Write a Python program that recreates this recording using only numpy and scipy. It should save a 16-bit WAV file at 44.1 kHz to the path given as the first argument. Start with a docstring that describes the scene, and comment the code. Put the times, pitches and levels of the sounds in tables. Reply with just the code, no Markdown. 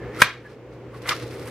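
"""A kitchen: a knife crunches through cabbage and knocks on a plastic board; a hand gathers the pieces.
Cabbage is filtered random grains, squeaks are stick-slip tones, and presses on the board are low noise.
The knock is a sum of decaying modes with a noise crack, followed by early reflections.
A fan of coloured noise and wavering hum tones runs behind, and a diffuse room tail follows the near sounds.
The knock overloads the close microphone, whose gain control ducks and slowly recovers."""
import sys
import numpy as np
from scipy import signal
from scipy.fft import rfft, irfft
from scipy.io import wavfile

SR = 44100
rng = np.random.default_rng(int(sys.argv[2]) if len(sys.argv) > 2 else 0)


def materialize(psi):
    """Save the field psi as 16-bit PCM at rate SR to the path in sys.argv[1].

    A 1-D psi becomes a single channel; in a 2-D psi each row is a channel.
    """
    bounded = np.clip(np.atleast_2d(psi).T, -1, 1)
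    quanta = np.round(bounded * 32767).astype(np.int16)
    wavfile.write(sys.argv[1], SR, quanta)


N = 66150
T = np.arange(N) / SR   # time axis, s


def from_db(db):
    """Logarithmic level: decibels to amplitude gain."""
    return 10 ** (np.asarray(db) / 20)


def rms_one(x):
    """Power normalisation: scale to a mean square of one."""
    return x / np.sqrt(np.mean(x ** 2) + 1e-20)


def at_hz(points, hz, axis=1):
    """Logarithmic frequency scale: interpolate a table column along it."""
    table = np.array(points)
    offset_hz = 0.00085   # keeps the logarithm finite at 0 Hz
    return np.interp(np.log(hz + offset_hz), np.log(table[:, 0]), table[:, axis])


def shape(x, response):
    """Linear filtering: multiply the zero-padded spectrum by a function of frequency."""
    size = 2 * N
    hz = np.arange(N + 1) * SR / size
    return irfft(rfft(x, size) * response(hz), size)[..., :N]


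def colour(x, spectrum):
    """Spectral shaping: give a flat sound a tabled spectrum, at unit power."""
    return rms_one(shape(x, lambda hz: from_db(at_hz(spectrum, hz))))


def low_cut(x, hz, order=2):
    """High-pass filtering with a Butterworth response."""
    return signal.sosfilt(signal.butter(order, hz, "high", fs=SR, output="sos"), x)


def drift(rate_hz):
    """Slow random fluctuation: low-passed noise with a spread of 1."""
    return rms_one(shape(rng.standard_normal(N), lambda hz: 1 / (1 + (hz / rate_hz) ** 2)))


def burst(start, t60):
    """Exponential decay: a sudden start, then a fall of 60 dB in t60 seconds."""
    return (T >= start) * from_db(-60 * np.maximum(T - start, 0) / t60)


def swell(peak, half_length):
    """Gaussian envelope: a smooth bump that is 1/e high at half_length from its peak."""
    return np.exp(-((T - peak) / half_length) ** 2)


def ports(x, lag_s):
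    """Interaural-type delay: a near source reaches the right microphone port lag_s after the left."""
    right = shape(x, lambda hz: np.exp(-2j * np.pi * hz * lag_s))
    return np.array([x, right])


# Stereo spread of a diffuse field: (frequency [Hz], side against middle [dB])
SIDE_SPECTRUM = [(30, -16), (60, -26.5), (120, -19.5), (300, -20), (600, -17.5), (1500, -11.5), (4000, -2),
                 (12000, 7)]


def diffuse_noise(side_db=0):
    """Diffuse-field coherence: stereo noise that is alike in the bass, unrelated in the treble."""
    middle, side = rng.standard_normal((2, N))
    # side never exceeds middle
    side = shape(side, lambda hz: from_db(np.minimum(at_hz(SIDE_SPECTRUM, hz) + side_db, 0)))
    return np.array([middle + side, middle - side])


# Fan and room air: (frequency [Hz], relative density [dB per Hz])
FAN_SPECTRUM = [(20, -20.5), (40, -25.5), (65, 0), (85, -5.5), (140, -1.5), (190, -7.5), (300, -1.5),
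                (400, 2), (520, 1.5), (620, -10.5), (800, -12), (1300, -18), (2400, -23), (4000, -36),
                (7000, -43.5), (12000, -56), (16000, -46.5)]
# Mains and motor tones: (frequency [Hz], rms level before waver [dB], waver [0-1])
HUM_TONES = [(59, -53, 0), (120.2, -43, 0.1), (201.4, -60.5, .3), (309.6, -50, .4), (484.4, -49.5, 0.6)]
FAN_DB, HUM_SIDE_DB = -36.5, -25.5   # air rms; port difference of the hum against its steady part
HUM_WAVER_HZ = 4


def fan():
    """Broadband flow noise plus modulated tones: rushing air and hum, a little different at each port."""
    hum = 0
    opposite_ports = np.array([[1], [-1]])
    for hz, db, waver in HUM_TONES:
        wavering = waver * (drift(HUM_WAVER_HZ) + 1j * drift(HUM_WAVER_HZ))
        difference = from_db(HUM_SIDE_DB) * 1j * drift(HUM_WAVER_HZ) * opposite_ports
        carrier = np.exp(2j * np.pi * (hz * T + rng.random()))
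        tone = np.real((1 + wavering + difference) * carrier)
        hum = hum + from_db(db) * np.sqrt(2) * tone
    return from_db(FAN_DB) * colour(diffuse_noise(), FAN_SPECTRUM) + hum


GRAIN_SPREAD_DB = 3   # times an exponential draw capped at 4


def grains(per_s):
    """Random impulse process: tiny clicks of uneven size and either sign."""
    size_db = GRAIN_SPREAD_DB * np.minimum(rng.exponential(1, N), 4)
    clicks = from_db(size_db) * rng.choice([-1, 1], N)
    return clicks * (rng.random(N) < per_s / SR)


CABBAGE_LAG_S = -0.000015   # negative: the right port hears it first


def scattered(per_s, spectrum, width_db):
    """Middle-side superposition: coloured grains from pieces spread over the board."""
    side = from_db(width_db) * colour(grains(per_s), spectrum)
    middle = colour(grains(per_s), spectrum)
    return ports(middle, CABBAGE_LAG_S) + np.array([side, -side])


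# Cabbage is cut, pushed or gathered: (peak time [s], rise [s], fall [s],
# dull rubbing [dB], crisp snapping [dB], wet fizz [dB])
CRUNCH_EVENTS = [(.05, 0.1, 0.31, -47, -77, -92), (0.173, 0.064, .05, -39, -49.5, -62),
                 (0.216, 0.025, .014, -25, -27, -29.5), (0.244, 0.023, 0.097, -17, -26.5, -54),
                 (.46, 0.08, 0.069, -43.5, -62, -63.5), (.515, 0.12, 0.085, -49, -53, -66),
                 (.735, 0.052, 0.044, -57, -58.5, -69.5), (0.945, 0.018, 0.052, -42.5, -60, -63.5),
                 (0.971, 0.057, 0.042, -54, -52, -57), (1.022, .012, 0.08, -56, -51, -57.5),
                 (1.059, 0.0064, 0.05, -31.5, -65, -58), (1.093, 0.028, 0.023, -20.5, -33.5, -34),
                 (1.117, 0.063, 0.034, -22, -33, -53), (1.16, 0.078, 0.17, -42, -43, -52),
                 (1.226, 0.049, 0.032, -43, -45.5, -55.5), (1.283, 0.019, 0.071, -69, -53.5, -64),
                 (1.326, 0.041, 0.15, -45, -50, -54), (1.42, 0.1, .12, -48.5, -54, -58.5),
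                 (1.48, 0.061, .045, -41, -48, -49)]
# Single ribs break: (time [s], level [dB])
RIB_BREAKS = [(1.0565, -49), (1.0904, -24), (1.092, -22), (1.0975, -32), (1.3084, -44.5)]
# Leaves rubbing on the board: (frequency [Hz], relative density [dB per Hz])
RUB_SPECTRUM = [(300, -17), (680, -8), (920, -9), (1140, 0), (1470, -1.5), (1800, -3.5), (2100, -2),
                (2500, -9), (4000, -20.5), (8000, -41.5)]
# Ribs snapping: (frequency [Hz], relative density [dB per Hz])
SNAP_SPECTRUM = [(800, -14.5), (2000, 3), (3000, 1.5), (4200, 2), (5700, -0.5), (6700, -7.5), (9000, -14),
                 (12000, -21.5), (15500, -42)]
# Wet cells fizzing: (frequency [Hz], relative density [dB per Hz])
FIZZ_SPECTRUM = [(2000, -20), (6500, -6.5), (8500, 1), (12000, -0.5), (15500, -13.5)]
RUBS_PER_S, SNAPS_PER_S, FIZZ_PER_S = 5000, 3500, 1600
RUB_WIDTH_DB, SNAP_WIDTH_DB = -21, -4   # side against middle; fizz is as wide as the snaps
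BREAK_T60_S = 0.062
CLUMP_DB, CLUMP_HZ = 2.0, 70   # spread and rate of the uneven snapping and fizzing


def cabbage():
    """Granular fracture and friction: leaves rub on the board, ribs snap in clumps, wet cells fizz."""
    rub_power, fizz_power = 0, 0
    clumps = from_db(CLUMP_DB * drift(CLUMP_HZ))
    snap_power = sum((from_db(db) * burst(start, BREAK_T60_S)) ** 2 for start, db in RIB_BREAKS)
    for peak, rise, fall, rub_db, snap_db, fizz_db in CRUNCH_EVENTS:
        # 20 dB below the peak at the rise time before it and the fall time after it
        swell_db = -20 * np.maximum((peak - T) / rise, (T - peak) / fall)
        rub_power = rub_power + from_db(rub_db + swell_db) ** 2
        snap_power = snap_power + from_db(snap_db + swell_db) ** 2
        fizz_power = fizz_power + from_db(fizz_db + swell_db) ** 2
    rub = np.sqrt(rub_power) * scattered(RUBS_PER_S, RUB_SPECTRUM, RUB_WIDTH_DB)
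    snap = np.sqrt(snap_power) * clumps * scattered(SNAPS_PER_S, SNAP_SPECTRUM, SNAP_WIDTH_DB)
    fizz = np.sqrt(fizz_power) * clumps * scattered(FIZZ_PER_S, FIZZ_SPECTRUM, SNAP_WIDTH_DB)
    return rub + snap + fizz


# Blade and wet leaves stick and slip on the plastic:
# (peak time [s], half length [s], centre frequency [Hz], peak level [dB])
SQUEAK_EVENTS = [(0.028, 0.024, 1740, -42.5), (0.128, 0.087, 1770, -48.5), (0.2, 0.013, 1320, -28.5),
                 (0.463, 0.015, 1650, -34), (0.949, 0.014, 1130, -37), (1.124, 0.016, 1280, -23.5)]
SQUEAK_WIDTH_HZ = 80   # spread of the pitch


def squeaks():
    """Stick-slip oscillation: short tones roughened by random frequency modulation."""
    waver_hz = SQUEAK_WIDTH_HZ * drift(200)
    out = 0
    for peak, length, hz, db in SQUEAK_EVENTS:
        phase = 2 * np.pi * np.cumsum(hz + waver_hz) / SR
        out = out + from_db(db) * swell(peak, length) * np.sin(phase)
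    return out


# Hand and knife press on the board: (peak time [s], half length [s], level [dB])
BOARD_PRESSES = [(0.058, 0.021, -36.5), (0.205, 0.025, -40), (0.246, .022, -28), (1.134, 0.026, -35),
                 (1.235, 0.023, -36.5), (1.46, 0.077, -43)]
# The boom of the pressed board: (frequency [Hz], relative density [dB per Hz])
BOOM_SPECTRUM = [(30, -20), (60, -16), (90, -13), (118, 27.5), (160, -8.5), (300, -5), (520, -33),
                 (800, -32.5), (2000, -56.5)]


def board_boom():
    """Low-frequency forced vibration: soft rumbles of the board on the counter."""
    pressure = sum(from_db(db) * swell(peak, length) for peak, length, db in BOARD_PRESSES)
    return pressure * colour(diffuse_noise(), BOOM_SPECTRUM)


# Room tail: (frequency [Hz], level [dB], t60 [s])
ROOM_BANDS = [(100, -4, 0.19), (500, 3.5, .25), (1000, -5.5, 0.2), (2000, -1.5, 0.34), (4000, 7, .25),
              (7400, 3, 0.077), (14000, 6.5, 0.1)]
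ROOM_DELAY_S, ROOM_SIDE_DB = 0.0041, -2.5   # onset of the tail; offset to its side spectrum


def kitchen(x):
    """Reverberation: convolution with a short diffuse tail that dies band by band."""
    edges = np.geomspace(70, 18000, 13)
    noises = (diffuse_noise(ROOM_SIDE_DB), diffuse_noise(ROOM_SIDE_DB))   # used by alternate bands
    tail = 0
    for k, (low, high) in enumerate(zip(edges, edges[1:])):
        hz = np.sqrt(low * high)
        decay = from_db(-60 * T / at_hz(ROOM_BANDS, hz, axis=2)) * (T > ROOM_DELAY_S)
        band_pass = signal.butter(2, [low, high], "band", fs=SR, output="sos")
        band = signal.sosfilt(band_pass, noises[k % 2])
        unit_decay = decay / np.sqrt(2 * np.sum(decay ** 2))
        tail = tail + band * from_db(at_hz(ROOM_BANDS, hz)) * unit_decay
    return signal.fftconvolve(x[None], tail, axes=1)[:, :N]


def ring(start, hz, t60):
    """Damped free vibration: a struck mode with an initial envelope of 1."""
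    return np.sin(2 * np.pi * hz * (T - start)) * burst(start, t60)


# The blade lands on the board: (time [s], strength [dB])
BLADE_LANDINGS = [(0.2186, 2.5), (0.2226, -11.5)]
# Modes of the board: (frequency [Hz], level relative to the strength [dB], t60 [s])
BOARD_MODES = [(108.6, -22.5, 0.16), (250, -27, 0.083), (447, -11, 0.015), (606, -17.5, 0.079),
               (936, -2.5, 0.016), (1111, 0.5, 0.033), (1314, 0.5, 0.018), (1602.6, 4.5, 0.026),
               (1747, -4.5, .035), (2189, -4, .03), (2369, -0.5, 0.022), (3280, -9.5, .018),
               (4910, -9.5, 0.0057), (5900, -11.5, .012)]
# The edge biting into the plastic: (frequency [Hz], relative density [dB per Hz])
CRACK_SPECTRUM = [(200, 1.5), (800, -7), (2000, 11), (4000, -3), (7000, -11), (12000, -13.5),
                  (16000, -27.5)]
CRACK_DB, CRACK_T60_S = -3, 0.036   # level relative to the strength
KNOCK_LOW_CUT_HZ = 90   # the knock carries little deep bass


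def knife():
    """Modal excitation: each landing cracks as a noise burst and rings the board's modes."""
    crack = colour(rng.standard_normal(N), CRACK_SPECTRUM)
    out = 0
    for start, strength_db in BLADE_LANDINGS:
        modes = 0
        for k, (hz, db, t60) in enumerate(BOARD_MODES):
            sign = (-1) ** k   # neighbouring modes move oppositely
            modes = modes + sign * from_db(db) * ring(start, hz, t60)
        bite = from_db(CRACK_DB) * crack * burst(start, CRACK_T60_S)
        out = out + from_db(strength_db) * (modes + bite)
    return low_cut(out, KNOCK_LOW_CUT_HZ)


# Near surfaces mirror the knock: (delay [s], level [dB], side [-1 right to 1 left])
REFLECTIONS = [(.0031, -14.5, 1), (.0057, -19, -1), (0.0145, -16, .5), (0.0249, -19.5, -0.4)]


def echoes(x):
    """Specular reflection: delayed, panned copies off stove, counter and wall."""
    out = 0
    for delay, db, side in REFLECTIONS:
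        delayed = np.interp(T - delay, T, x, left=0)
        out = out + from_db(db) * delayed * np.array([[1 + side], [1 - side]])
    return out


KNOCK_LAG_S = 1.2e-5   # the right port hears the knock later by this
KNOCK_ROOM_DB, CABBAGE_ROOM_DB = -5, -11   # sent to the room


def scene():
    """Superposition of direct and reverberant fields: knife and cabbage close by, kitchen and fan behind."""
    knock = knife()
    leaves = cabbage() + squeaks()
    to_room = from_db(KNOCK_ROOM_DB) * knock + from_db(CABBAGE_ROOM_DB) * leaves.mean(axis=0)
    near = ports(knock, KNOCK_LAG_S) + echoes(knock) + leaves + board_boom()
    return near + kitchen(to_room) + fan()


THRESHOLD_DB, MAX_DUCK_DB, RECOVER_DB_PER_S = -2.5, 10.5, 9.5
ATTACK_S = 0.008   # time constant of the gain smoothing
LOW_CUT_HZ, CUTOFF_HZ = 42, 16500


def record(dry):
    """Dynamic compression: gain ducks too late for the knock, which clips; rumble and top are cut."""
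    level_db = 20 * np.log10(np.abs(dry).max(axis=0) + 1e-9)
    over_db = np.clip(level_db - THRESHOLD_DB, 0, MAX_DUCK_DB)
    # hold the excess, letting it creep back at a steady rate
    recovery_db = RECOVER_DB_PER_S * T
    held_db = np.maximum.accumulate(over_db + recovery_db) - recovery_db
    pole = np.exp(-1 / (ATTACK_S * SR))
    duck_db = signal.lfilter([1 - pole], [1, -pole], held_db)
    clipped = np.clip(dry * from_db(-duck_db), -.95, .95)
    top_cut = signal.cheby2(12, 60, CUTOFF_HZ, fs=SR, output="sos")
    return signal.sosfilt(top_cut, low_cut(clipped, LOW_CUT_HZ))


dry = scene()
out = record(dry)
materialize(out)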